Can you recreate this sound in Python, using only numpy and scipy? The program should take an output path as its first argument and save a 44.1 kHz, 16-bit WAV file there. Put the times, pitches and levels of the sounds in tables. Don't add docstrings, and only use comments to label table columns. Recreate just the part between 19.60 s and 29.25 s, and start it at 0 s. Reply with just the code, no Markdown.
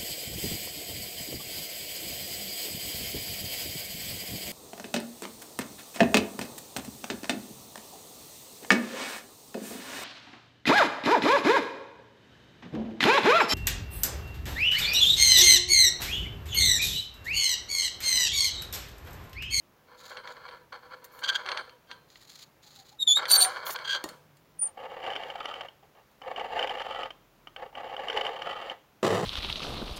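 import sys
import numpy as np
from scipy import signal
from scipy.fft import rfft, irfft
from scipy.io import wavfile

SR = 44100
rng = np.random.default_rng(int(sys.argv[2]) if len(sys.argv) > 2 else 0)


def generate_wav(sig):
    pcm = np.round(np.clip(np.atleast_2d(sig).T, -1, 1) * 32767).astype(np.int16)
    wavfile.write(sys.argv[1], SR, pcm)


N = 425565
T = np.arange(N) / SR


def undb(db):
    return np.exp(np.asarray(db) * (np.log(10) / 20))


def unit(x):
    return x / np.sqrt(np.mean(x ** 2))


def normal(y):
    return y / np.sqrt(np.sum(y ** 2))


def curve(rows, axis=1):
    rows = np.asarray(rows)
    return np.interp(T, rows[:, 0], rows[:, axis])


def swell(rows, axis=1):
    rows, gain = np.asarray(rows), np.zeros(N)
    inside = (T >= rows[0, 0]) & (T <= rows[-1, 0])
    gain[inside] = undb(np.interp(T[inside], rows[:, 0], rows[:, axis]))
    return gain


def walk(rate):
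    knots = rng.standard_normal(40000)
    return 1.2 * np.interp(T * rate, np.arange(len(knots)), knots)


def cycles(hz):
    return np.sin(2 * np.pi * np.cumsum(hz) / SR)


def stroke(start, end, attack_s, release_s):
    attack = np.clip((T - start) / attack_s, 0, 1)
    release = np.exp(-np.maximum(T - end, 0) / release_s)
    return attack * release * (T < end + 10 * release_s)


def strokes(rows, attack_s, release_s):
    return sum(undb(db) * stroke(start, end, attack_s, release_s) for start, end, db in rows)


def hump(middle, width_s):
    return np.exp(-np.minimum(((T - middle) / width_s) ** 2, 20))


def colour(x, points):
    hz, db = np.transpose(points)
    size = 4096
    f = np.maximum(np.arange(size // 2 + 1) * SR / size, 1)
    outline_db = np.interp(np.log(f), np.log(hz), db)
    cepstrum = irfft(np.log(undb(outline_db)))
    cepstrum[1:size // 2] *= 2
    cepstrum[size // 2 + 1:] = 0
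    response = irfft(np.exp(rfft(cepstrum)))
    return signal.fftconvolve(x, response)[:len(x)]


def ring(x, response):
    first, last = np.flatnonzero(x)[[0, -1]]
    y = signal.fftconvolve(x[first:last + 1], response)
    return np.pad(y, (first, N))[:N]


def tail(t60):
    t = T[:SR // 4]
    return normal(rng.standard_normal(len(t)) * np.exp(-np.log(1000) * t / t60))


def body(points, t60, rattle_db, room_db):
    y = undb(rattle_db) * tail(t60) + undb(room_db) * tail(0.47)
    y[0] += 1
    return normal(colour(y, points))


def modes(rows):
    t, y = T[:SR // 4], 0
    for k, (hz, width, db) in enumerate(rows):
        decay = width * np.exp(-np.pi * width * t)
        y = y + (-1) ** k * undb(db) * decay * np.sin(2 * np.pi * hz * t)
    return normal(y)


def grit(rate, spread_db, clump_hz, clump_db):
    hits, force = np.flatnonzero(rng.random(N) < rate / SR), np.zeros(N)
    size, side = rng.standard_normal((len(hits), 2)).T
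    clump = np.clip(walk(clump_hz)[hits], -2, 2)
    force[hits] = np.sign(side) * undb(spread_db * np.clip(size, -2, 2) + clump_db * clump)
    return unit(force)


def blows(rows, response, skid_s, skid):
    out, t = np.zeros(N + SR), T[:SR // 20]
    for s, db in rows:
        sparse = skid * rng.standard_normal(len(t)) * (rng.random(len(t)) < .05)
        force = sparse * np.exp(-t / skid_s)
        force[0] = 1
        y = signal.fftconvolve(force, response)
        start = int(s * SR)
        out[start:start + len(y)] += undb(db) * y / np.abs(y).max()
    return out[:N]


# f/Hz, level/dB
AIR_COLOUR = [(24, -34), (40, -12), (108, -8), (150, -5.5), (188, -10), (387, -10.5), (438, -11),
              (1130, -14.5), (1560, -18.5), (2110, -20.5), (2330, -20.5), (4240, -26.5), (6980, -29.5),
              (8110, -36), (15500, -27.5)]
AIR_DB = -61
# start t/s, end t/s, level/dB
HUMS = [(2.3, 2.45, -68), (2.7, 4.35, -66.5), (4.4, 5.03, -61.5)]
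# start t/s, end t/s, level/dB
RUMBLE_SWELLS = [(6.5, 7.45, -60), (7.5, 8.15, -62.5)]


def kitchen():
    air = unit(colour(rng.standard_normal(N), AIR_COLOUR)) * undb(AIR_DB + 0.2 * walk(7.4))
    hum = strokes(HUMS, attack_s=0.082, release_s=0.072) * cycles(156 + 7 * walk(2.3) + 6 * walk(30))
    hum *= undb(2 * walk(12))
    rumble = strokes(RUMBLE_SWELLS, attack_s=0.41, release_s=.15) * cycles(43 + walk(1.4))
    return undb(-1.5) * air + undb(-1.5) * hum + undb(-6.0) * rumble


# f/Hz, level/dB
CRUSH_COLOUR = [(29, -62), (65, -33), (108, -1), (200, -4.5), (262, -17), (310, -7), (520, 1), (870, -9),
                (1220, -7.5), (1410, -17.5), (1550, -13.5), (3260, -20), (4340, -25.5), (7190, -30),
                (15500, -44)]
BEANS_START_S, BEANS_DB, BEANS_FADE_DB_PER_S = 9.427, -23.5, 31


def beans():
    response = body(CRUSH_COLOUR, t60=0.021, rattle_db=-0.5, room_db=-6.5)
    response += undb(-11.5) * modes([(108, 10.5, 18), (193.0, 34, 16), (507, 69, -17.0), (645, 62, -17)])
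    fade_db = BEANS_FADE_DB_PER_S * np.maximum(T - BEANS_START_S, 0)
    press = stroke(BEANS_START_S, T[-1], attack_s=.003, release_s=.02) * undb(BEANS_DB - fade_db)
    return undb(1.0) * ring(press * grit(rate=1800, spread_db=3, clump_hz=118.2, clump_db=2), response)


# start t/s, end t/s, level/dB
SLEEVE_RUBS = [(0.37, 0.51, -56.5), (0.65, 0.72, -62), (2.48, 2.66, -62.5), (2.67, 2.83, -56.5),
               (3.02, 3.21, -57), (3.25, 3.31, -60)]
# f/Hz, level/dB
CLOTH_COLOUR = [(710, -42), (1200, -9.5), (1650, -11), (1800, -9), (2740, -12.5), (4200, 2.5), (5670, -13),
                (6870, -2.5), (7980, -19), (15500, -17.5)]
# start t/s, end t/s, level/dB
FINGER_SLIDES = [(1.438, 1.447, -49), (1.51, 1.61, -66.5), (4.05, 4.138, -45.5)]
# f/Hz, level/dB
SKIN_COLOUR = [(2940, -19), (5000, -10), (6970, -4), (7940, -18), (11100, -4.5), (14100, 1), (15800, -2)]
# t/s, peak level/dB
METAL_TICKS = [(1.4435, -32.5), (1.591, -31), (2.616, -39), (2.7077, -45), (4.1052, -14.5), (4.44, -13),
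               (4.4898, -22), (4.7696, -40.5), (5.0774, -39), (6.5141, -48)]
# f/Hz, level/dB, t60/s
CRANK_RING = [(1860, -4.5, 0.086), (2800, -10, 0.087), (3700, -6.5, 0.14), (4350, -3.5, 0.058),
              (6850, -6.5, 0.11), (7550, -10, 0.098), (8796, -20, 0.13), (9010, -5, 0.11)]
# t/s, peak level/dB
SILL_KNOCKS = [(4.441, -28.5), (4.457, -35.5), (4.515, -53)]
# f/Hz, level/dB
SILL_COLOUR = [(59, -48), (100, -26), (189, -1.5), (297, -15.5), (560, -2.5), (663, -9), (1070, -17),
               (1200, -12), (1500, -29), (1950, -51), (3300, -120)]


def handling():
    cloth = colour(grit(rate=2500, spread_db=2.5, clump_hz=120.3, clump_db=3.5), CLOTH_COLOUR)
    sleeve = unit(cloth) * strokes(SLEEVE_RUBS, attack_s=0.024, release_s=.025)
    skin = colour(grit(rate=3900, spread_db=4, clump_hz=213, clump_db=1.5), SKIN_COLOUR)
    fingers = unit(skin) * strokes(FINGER_SLIDES, attack_s=0.011, release_s=0.0069)

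    crank = modes([(hz, np.log(1000) / np.pi / t60, db) for hz, db, t60 in CRANK_RING])
    tick = crank + body([(500, -28), (3000, 6.5), (7000, 1.5), (15000, -3)],
                        t60=0.024, rattle_db=-0.5, room_db=-6.5)
    thud = body(SILL_COLOUR, t60=0.047, rattle_db=-5, room_db=-3.0)
    thud += undb(-3.5) * modes([(350, 62, 2.5), (560, 25, -6), (1038, 22, 1)])
    ticks = blows(METAL_TICKS, tick, skid_s=0.0026, skid=0.5)
    knocks = blows(SILL_KNOCKS, thud, skid_s=0.0065, skid=0.37)
    return undb(2.5) * sleeve + undb(6.5) * fingers + undb(-5.5) * ticks + undb(4) * knocks


# t/s, f/Hz, level/dB
THIN_SQUEAK = [(4.985, 9350, -76.5), (4.995, 9390, -30.5), (5.005, 9500, -34), (5.025, 9340, -25.5),
               (5.05, 9200, -35), (5.068, 9040, -30), (5.085, 8900, -61), (5.118, 9000, -88)]


def whistle():
    y = np.sqrt(2) * swell(THIN_SQUEAK, axis=2) * cycles(curve(THIN_SQUEAK))
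    return undb(1) * y + undb(-7) * ring(y, tail(0.081))


# start t/s, end t/s, pressure level/dB, tight spot t/s, extra pressure there level/dB
TURNS = [(5.142, 6.038, -40.5, 5.52, 5.5), (6.602, 7.454, -38.5, 7.01, 7), (8.12, 9.112, -39, 8.58, 8)]
# start t/s, end t/s, pressure level/dB
NUDGES = [(5.01, 5.09, -51.5), (6.22, 6.24, -61), (6.345, 6.39, -53), (7.96, 8.06, -41)]
TURN_ATTACK_S, TURN_RELEASE_S, TIGHT_S = 0.062, 0.03, .13
SONG_LAG_S, SONG_WIDTH_S, SONG_RISE_DB = 0.35, 0.12, 11.5


def new_pressure():
    burrs = hopper = strokes(NUDGES, attack_s=0.0075, release_s=0.021)
    for start, end, db, tight, extra_db in TURNS:
        turn = undb(db) * stroke(start, end, TURN_ATTACK_S, TURN_RELEASE_S)
        burrs = burrs + turn * undb(extra_db * hump(tight, TIGHT_S))
        hopper = hopper + turn * undb(SONG_RISE_DB * hump(tight + SONG_LAG_S, SONG_WIDTH_S))
    return burrs, hopper


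SPIN_UP_S, SLOW_TREBLE_DB, TREBLE_HZ = 0.47, -6.5, 1800


def brighten(x):
    speed = sum(stroke(start, end, SPIN_UP_S, release_s=0.3) for start, end, *_ in TURNS)
    speed = np.clip(speed, 0, 1)
    bass = signal.sosfiltfilt(signal.butter(2, TREBLE_HZ, fs=SR, output="sos"), x)
    return bass + (x - bass) * undb(SLOW_TREBLE_DB * (1 - speed))


# f/Hz, level/dB
NEW_BOX_COLOUR = [(88, -38), (150, -23), (286, -12.5), (525, 5), (611, 3), (828, 4.5), (982, -4.5),
                  (1280, 4), (1550, -5.5), (2490, -14), (2950, -4.5), (3370, -17.5), (7070, -37.5),
                  (8550, -51), (14000, -43)]
# f/Hz, width f/Hz, level/dB
NEW_RESONANCES = [(556, 60, 5.5), (929, 34, 5), (1310, 63, -24), (1660, 30, -5), (1977, 37, 3.5),
                  (2264, 82, -0.5), (2960, 56, -25), (3410, 59, -71), (5500, 210, -47), (5880, 220, -58.5),
                  (7005, 180, -24.5), (10300, 360, -36)]
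# f/Hz, level/dB
NEW_TOOTH_COLOUR = [(180, -40), (300, -5.5), (1200, -2), (2350, -9), (3040, 0), (3510, -8), (4400, -18.5),
                    (5420, -22), (6270, -26.5), (7130, -31), (8500, -63), (10500, -35), (14000, -86.5)]
# t/s, peak level/dB
NEW_TEETH = [(5.2015, -37), (5.4292, -30.5), (5.465, -24.5), (5.5621, -19.5), (5.6347, -29),
             (5.7012, -27.5), (5.8555, -24), (5.9405, -26), (6.0086, -25.5), (6.085, -33), (6.617, -33.5),
             (6.7613, -25), (6.797, -24), (6.992, -18.5), (7.0265, -18.5), (7.0733, -23), (7.095, -23.5),
             (7.2181, -24), (7.4326, -25), (7.5053, -30), (7.872, -29), (7.9628, -24.5), (8.1526, -28),
             (8.3655, -26), (8.4837, -20.5), (8.4993, -19.5), (8.529, -26), (8.5636, -24.5),
             (8.5735, -18.5), (8.61, -21), (8.666, -20.5), (8.8205, -22.5)]


def new_mill():
    press, hopper_press = new_pressure()
    hard = press ** 2 / press.max()
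    box = body(NEW_BOX_COLOUR, t60=0.038, rattle_db=2.5, room_db=-14.0) + undb(-7) * modes(NEW_RESONANCES)
    scrape = grit(rate=1100, spread_db=4.5, clump_hz=139.5, clump_db=3.0) * undb(1.66 * walk(45))
    rasp = ring(press * scrape, box)

    hopper = modes([(1215, 48, -0.5), (1313, 59, -0.5), (1477, 116, -11.5), (1964, 25, -2), (3057, 136, -7)])
    song = ring(scrape * hopper_press, hopper)
    hollow = colour(modes([(423.6, 59, -2), (523, 53, 0.5)]),
                    [(220, -23), (400, 0.5), (650, -1.5), (1300, -10.5)])
    boom = ring(hard * grit(rate=600, spread_db=3.5, clump_hz=60.1, clump_db=3), hollow)

    tooth = body(NEW_TOOTH_COLOUR, t60=0.015, rattle_db=-1.0, room_db=-12.5)
    tooth += undb(-3.5) * modes([(1281, 86, -11.0), (3057, 80, 3.0)])
    teeth = ring(hard * grit(rate=220, spread_db=5.5, clump_hz=39.76, clump_db=8.5), tooth)
    catches = blows(NEW_TEETH, tooth, skid_s=0.004, skid=0.48)
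    mix = rasp + undb(-12.0) * song + undb(-6.5) * boom + undb(-7) * teeth + undb(0.5) * catches
    return brighten(mix)


# start t/s, end t/s, level/dB
FAINT_CREAKS = [(3.05, 3.08, -65), (3.17, 3.22, -60.5), (3.31, 3.345, -60.5), (3.475, 3.505, -50)]
CREAK_HZ = 810


def creaks():
    pitch = CREAK_HZ + 25 * walk(8) + 35 * walk(150)
    return np.sqrt(2) * strokes(FAINT_CREAKS, attack_s=.012, release_s=.015) * cycles(pitch)


# t/s, f/Hz, level/dB
LOW_GROAN = [(3.71, 756.2, -45), (3.738, 748, -42), (3.842, 742, -36.5), (3.884, 739, -35),
             (3.904, 815, -49), (3.92, 757.0, -53)]


def groan():
    level = undb(-1.5) * swell(LOW_GROAN, axis=2) * undb(2 * walk(60))
    return np.sqrt(2) * level * cycles(curve(LOW_GROAN) + 10 * walk(80))


# t/s, fundamental f/Hz, fundamental level/dB, octave level/dB, roughness 0-1
SPINDLE_SQUEAKS = [
    [(3.385, 3790, -62.5, -82, 0.1), (3.4, 3810, -31.5, -53, 0.25), (3.42, 3750, -25, -42.5, 0.2),
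     (3.43, 3673, -19, -36, 0.17), (3.442, 3722, -42.5, -54, 0.24), (3.463, 3640, -59, -71, 0.2)],
    [(3.463, 3680, -57, -71, 0.17), (3.477, 3536, -16.5, -31, 0.27), (3.495, 3453, -17.5, -22.5, 0.2),
     (3.522, 3466, -16.5, -21, 0.3), (3.548, 3580, -30, -40.5, 0.2), (3.562, 3713, -18.5, -28, 0.2),
     (3.58, 3804, -19.5, -43, 0.35), (3.598, 3730, -49, -49, 0.3)],
]
# t/s, fundamental f/Hz, fundamental level/dB, octave level/dB, roughness 0-1
SPINDLE_SCREECH = [(3.68, 4370, -42, -60.5, 0.68), (3.7, 4550, -26.5, -40.5, 1),
                   (3.714, 4486, -24, -15, 0.59), (3.732, 4530, -13.5, -23, 0.19),
                   (3.763, 4514, -14.5, -30.5, 0.36), (3.788, 4410, -45, -17, 0.1),
                   (3.81, 4460, -22, -22, 0.45), (3.825, 4450, -17, -15, 0.23),
                   (3.848, 4550, -35, -26, 0.5), (3.862, 4493, -51.5, -28.5, 0.17),
                   (3.91, 4468, -64.5, -59.5, 0.1)]
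# f/Hz, level/dB
SLIP_COLOUR = [(2500, -18.5), (4200, 0.5), (5200, -9.5), (6100, -6.5), (7200, -6), (8000, -20.5),
               (9500, -7), (12000, -17.5), (13500, -14.5), (15500, -18.5)]


def squeal(rows, third_db, fourth_db, jitter, shimmer, rasp_db, ring_db):
    rough = curve(rows, axis=4)
    phase = 2 * np.pi * np.cumsum(curve(rows) * (1 + jitter * rough * walk(700))) / SR
    first, second = swell(rows, axis=2), swell(rows, axis=3)
    partials = [first, second, undb(third_db) * first, undb(fourth_db) * first]
    tone = 0
    for k, gain in enumerate(partials):
        flicker = 1 + np.tanh(shimmer * rough * walk(450))
        tone = tone + gain * flicker * np.sin((k + 1) * phase)

    slip = rng.standard_normal(N) * undb(2 * walk(250)) * rough * (first + second)
    steel = modes([(4365, 180, 3.0), (4303, 38, -1.5), (6135, 52, -6), (7000, 150, -6.5), (9040, 25, -4.5),
                   (11110, 60, -7.5), (10800, 40, -18), (12450, 100, -11.5), (13500, 200, -10)])
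    steel += undb(-1.0) * body(SLIP_COLOUR, t60=0.015, rattle_db=-8, room_db=-15.5)
    y = np.sqrt(2) * tone + undb(rasp_db) * ring(slip, steel)
    y = colour(y, [(300, -30.0), (1500, -11.5), (3000, -0.5), (15000, 0.5)])
    return y + undb(ring_db) * ring(y, tail(0.18))


# middle t/s, level/dB, rise and fall t/s each
STICK_SLIPS = [(1.645, -29, 0.014), (1.662, -37.5, 0.0061), (1.687, -25, 0.012), (1.699, -26.5, 0.01),
               (1.733, -40, 0.015), (1.758, -27, 0.015), (2.319, -56, 0.048), (4.161, -29, 0.0026),
               (4.254, -37.5, 0.014), (4.279, -31.5, 0.01), (4.294, -33.5, 0.012), (4.31, -30.5, 0.015),
               (4.333, -31, 0.02), (4.352, -30.5, 0.013), (4.365, -35.5, 0.022)]
# f/Hz, level/dB
STICK_SLIP_COLOUR = [(530, -46.5), (900, -23), (1460, -3), (1600, 0.5), (1890, -16.5), (2660, -15.5),
                     (3210, -2.5), (3920, -10), (4570, -5), (5140, -25.5), (6280, -15.5), (8430, -35.5),
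                     (15000, -39)]


def judder(slip_hz=1560, rise=.07, wander=0.031, scatter_db=6.0):
    press = sum(swell([(s - length, db - 14.0), (s, db + 4), (s + length, db - 15)])
                for s, db, length in STICK_SLIPS)
    rate = slip_hz * (1 + rise * np.sqrt(press / press.max()) + wander * walk(900))
    phase = np.cumsum(rate) / SR
    slips = np.diff(np.floor(phase), prepend=0) * undb(scatter_db * walk(1500))
    force = unit(slips - slips.mean()) + undb(-1.5) * rng.standard_normal(N)

    response = body(STICK_SLIP_COLOUR, t60=0.019, rattle_db=-1.5, room_db=-17.0)
    response += undb(-16.0) * modes([(1596, 13, 25.5), (1650, 44, 9), (3130, 26, -5), (3180, 46, -7),
                                     (4440, 120, -13)])
    response /= np.std(signal.fftconvolve(force[:SR], response, "valid"))
    return undb(2.5) * ring(force * press, response)


# start t/s, end t/s, pressure at the start level/dB, pressure at the end level/dB
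PUSHES = [(0.144, 0.17, -56, -62.5), (0.263, 0.55, -53.5, -45.5), (0.564, 0.572, -37, -41),
          (0.624, 0.991, -44.5, -48), (1.119, 1.161, -39, -43.5), (1.222, 1.257, -47, -46.5),
          (1.299, 1.343, -46.5, -45.5), (1.41, 1.606, -54.5, -48), (1.613, 1.846, -42, -41.5),
          (1.852, 1.997, -36.5, -36.5), (2.036, 2.095, -57, -54), (2.286, 2.367, -50, -56.5),
          (3.562, 3.87, -37, -36), (3.885, 4.04, -38.5, -40.5), (4.052, 4.215, -40, -37),
          (4.244, 4.394, -48, -40.5), (4.436, 4.55, -54, -50.5)]
PUSH_ATTACK_S, PUSH_RELEASE_S = 0.0086, 0.036


def old_pressure():
    press = 0
    for start, end, first, last in PUSHES:
        slope = undb(np.interp(T, [start, end], [first, last]))
        press = press + slope * stroke(start, end, PUSH_ATTACK_S, PUSH_RELEASE_S)
    return press


# f/Hz, level/dB
OLD_BOX_COLOUR = [(88, -60.5), (150, -29), (426, -8), (496, -4), (844, -4), (1210, -1), (1700, -3),
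                  (1910, -18), (2260, -3.5), (2690, -20), (3130, -10.5), (4480, -14.5), (5120, -27.5),
                  (6070, -29), (14000, -51)]
# f/Hz, width f/Hz, level/dB
OLD_RESONANCES = [(501, 28, -5), (940, 150, -6), (1085, 36, -4), (2200, 40, -6.5), (2462, 19, -16),
                  (3410, 140, -3.5), (3650, 49, -11.5), (4486, 75, -4), (6070, 180, -18), (6500, 170, -18)]
# f/Hz, level/dB
OLD_TOOTH_COLOUR = [(240, -41.5), (400, -17.5), (1420, -1), (2030, -3.5), (2690, -8.5), (3290, -1),
                    (4010, -7.5), (4560, 0.5), (5110, -22.5), (6150, -16.5), (8060, -39), (9160, -38.5),
                    (12000, -40.5), (15600, -71), (22000, -120)]
# t/s, peak level/dB
OLD_TEETH = [(0.277, -55), (0.528, -40), (0.571, -26), (0.675, -27.5), (0.888, -31.5), (0.911, -40),
             (1.127, -37), (1.862, -23), (1.889, -16.5), (1.917, -17), (1.974, -15.5), (2.095, -35.5),
             (2.314, -24), (2.557, -36.5), (3.655, -17.5), (3.849, -17.5), (4.066, -22.5), (4.159, -25),
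             (4.189, -28)]


def old_mill(firm_db=-42):
    press = old_pressure() * undb(1.1 * walk(35)) / undb(firm_db)
    hopper = modes([(497.4, 30, 4.5), (968.0, 19, 3), (1360, 40, -12), (1572, 39, -0.5), (1726, 50, -6.5)])
    rim = modes([(1573, 6.1, -0.5), (3115, 8.2, -3.0), (4130, 4.8, -6.5), (8900, 7, -16.5)])
    box = body(OLD_BOX_COLOUR, t60=.02, rattle_db=4.0, room_db=-13.5) + undb(-16) * modes(OLD_RESONANCES)
    scrape = undb(firm_db) * grit(rate=1000, spread_db=3.5, clump_hz=68.97, clump_db=3.0)
    rattle = ring(scrape * press ** 1.4, box)
    song = ring(scrape * press ** .7, hopper)

    tooth = body(OLD_TOOTH_COLOUR, t60=0.026, rattle_db=0.5, room_db=-13.0)
    tooth += undb(-16.5) * hopper + undb(-10) * rim
    catches = blows(OLD_TEETH, tooth, skid_s=0.0025, skid=0.47)
    return undb(-1.0) * rattle + undb(-7.5) * song + undb(-2) * catches


def scene():
    squeaks = sum(squeal(rows, third_db=-25.0, fourth_db=-35.5, jitter=0.045, shimmer=1.2,
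                         rasp_db=-16.5, ring_db=-17.5) for rows in SPINDLE_SQUEAKS)
    screech = squeal(SPINDLE_SCREECH, third_db=-12.5, fourth_db=-38.5, jitter=0.01, shimmer=0.95,
                     rasp_db=-2.5, ring_db=-19)
    old = old_mill() + judder() + undb(-1.5) * squeaks + undb(-2.0) * screech + creaks() + groan()
    return (old + whistle() + new_mill() + handling() + beans() + kitchen())[None]


TOP_HZ = 15800


def record(dry):
    return signal.sosfilt(signal.ellip(10, .2, 80, TOP_HZ, fs=SR, output="sos"), dry)


dry = scene()
out = record(dry)
generate_wav(out)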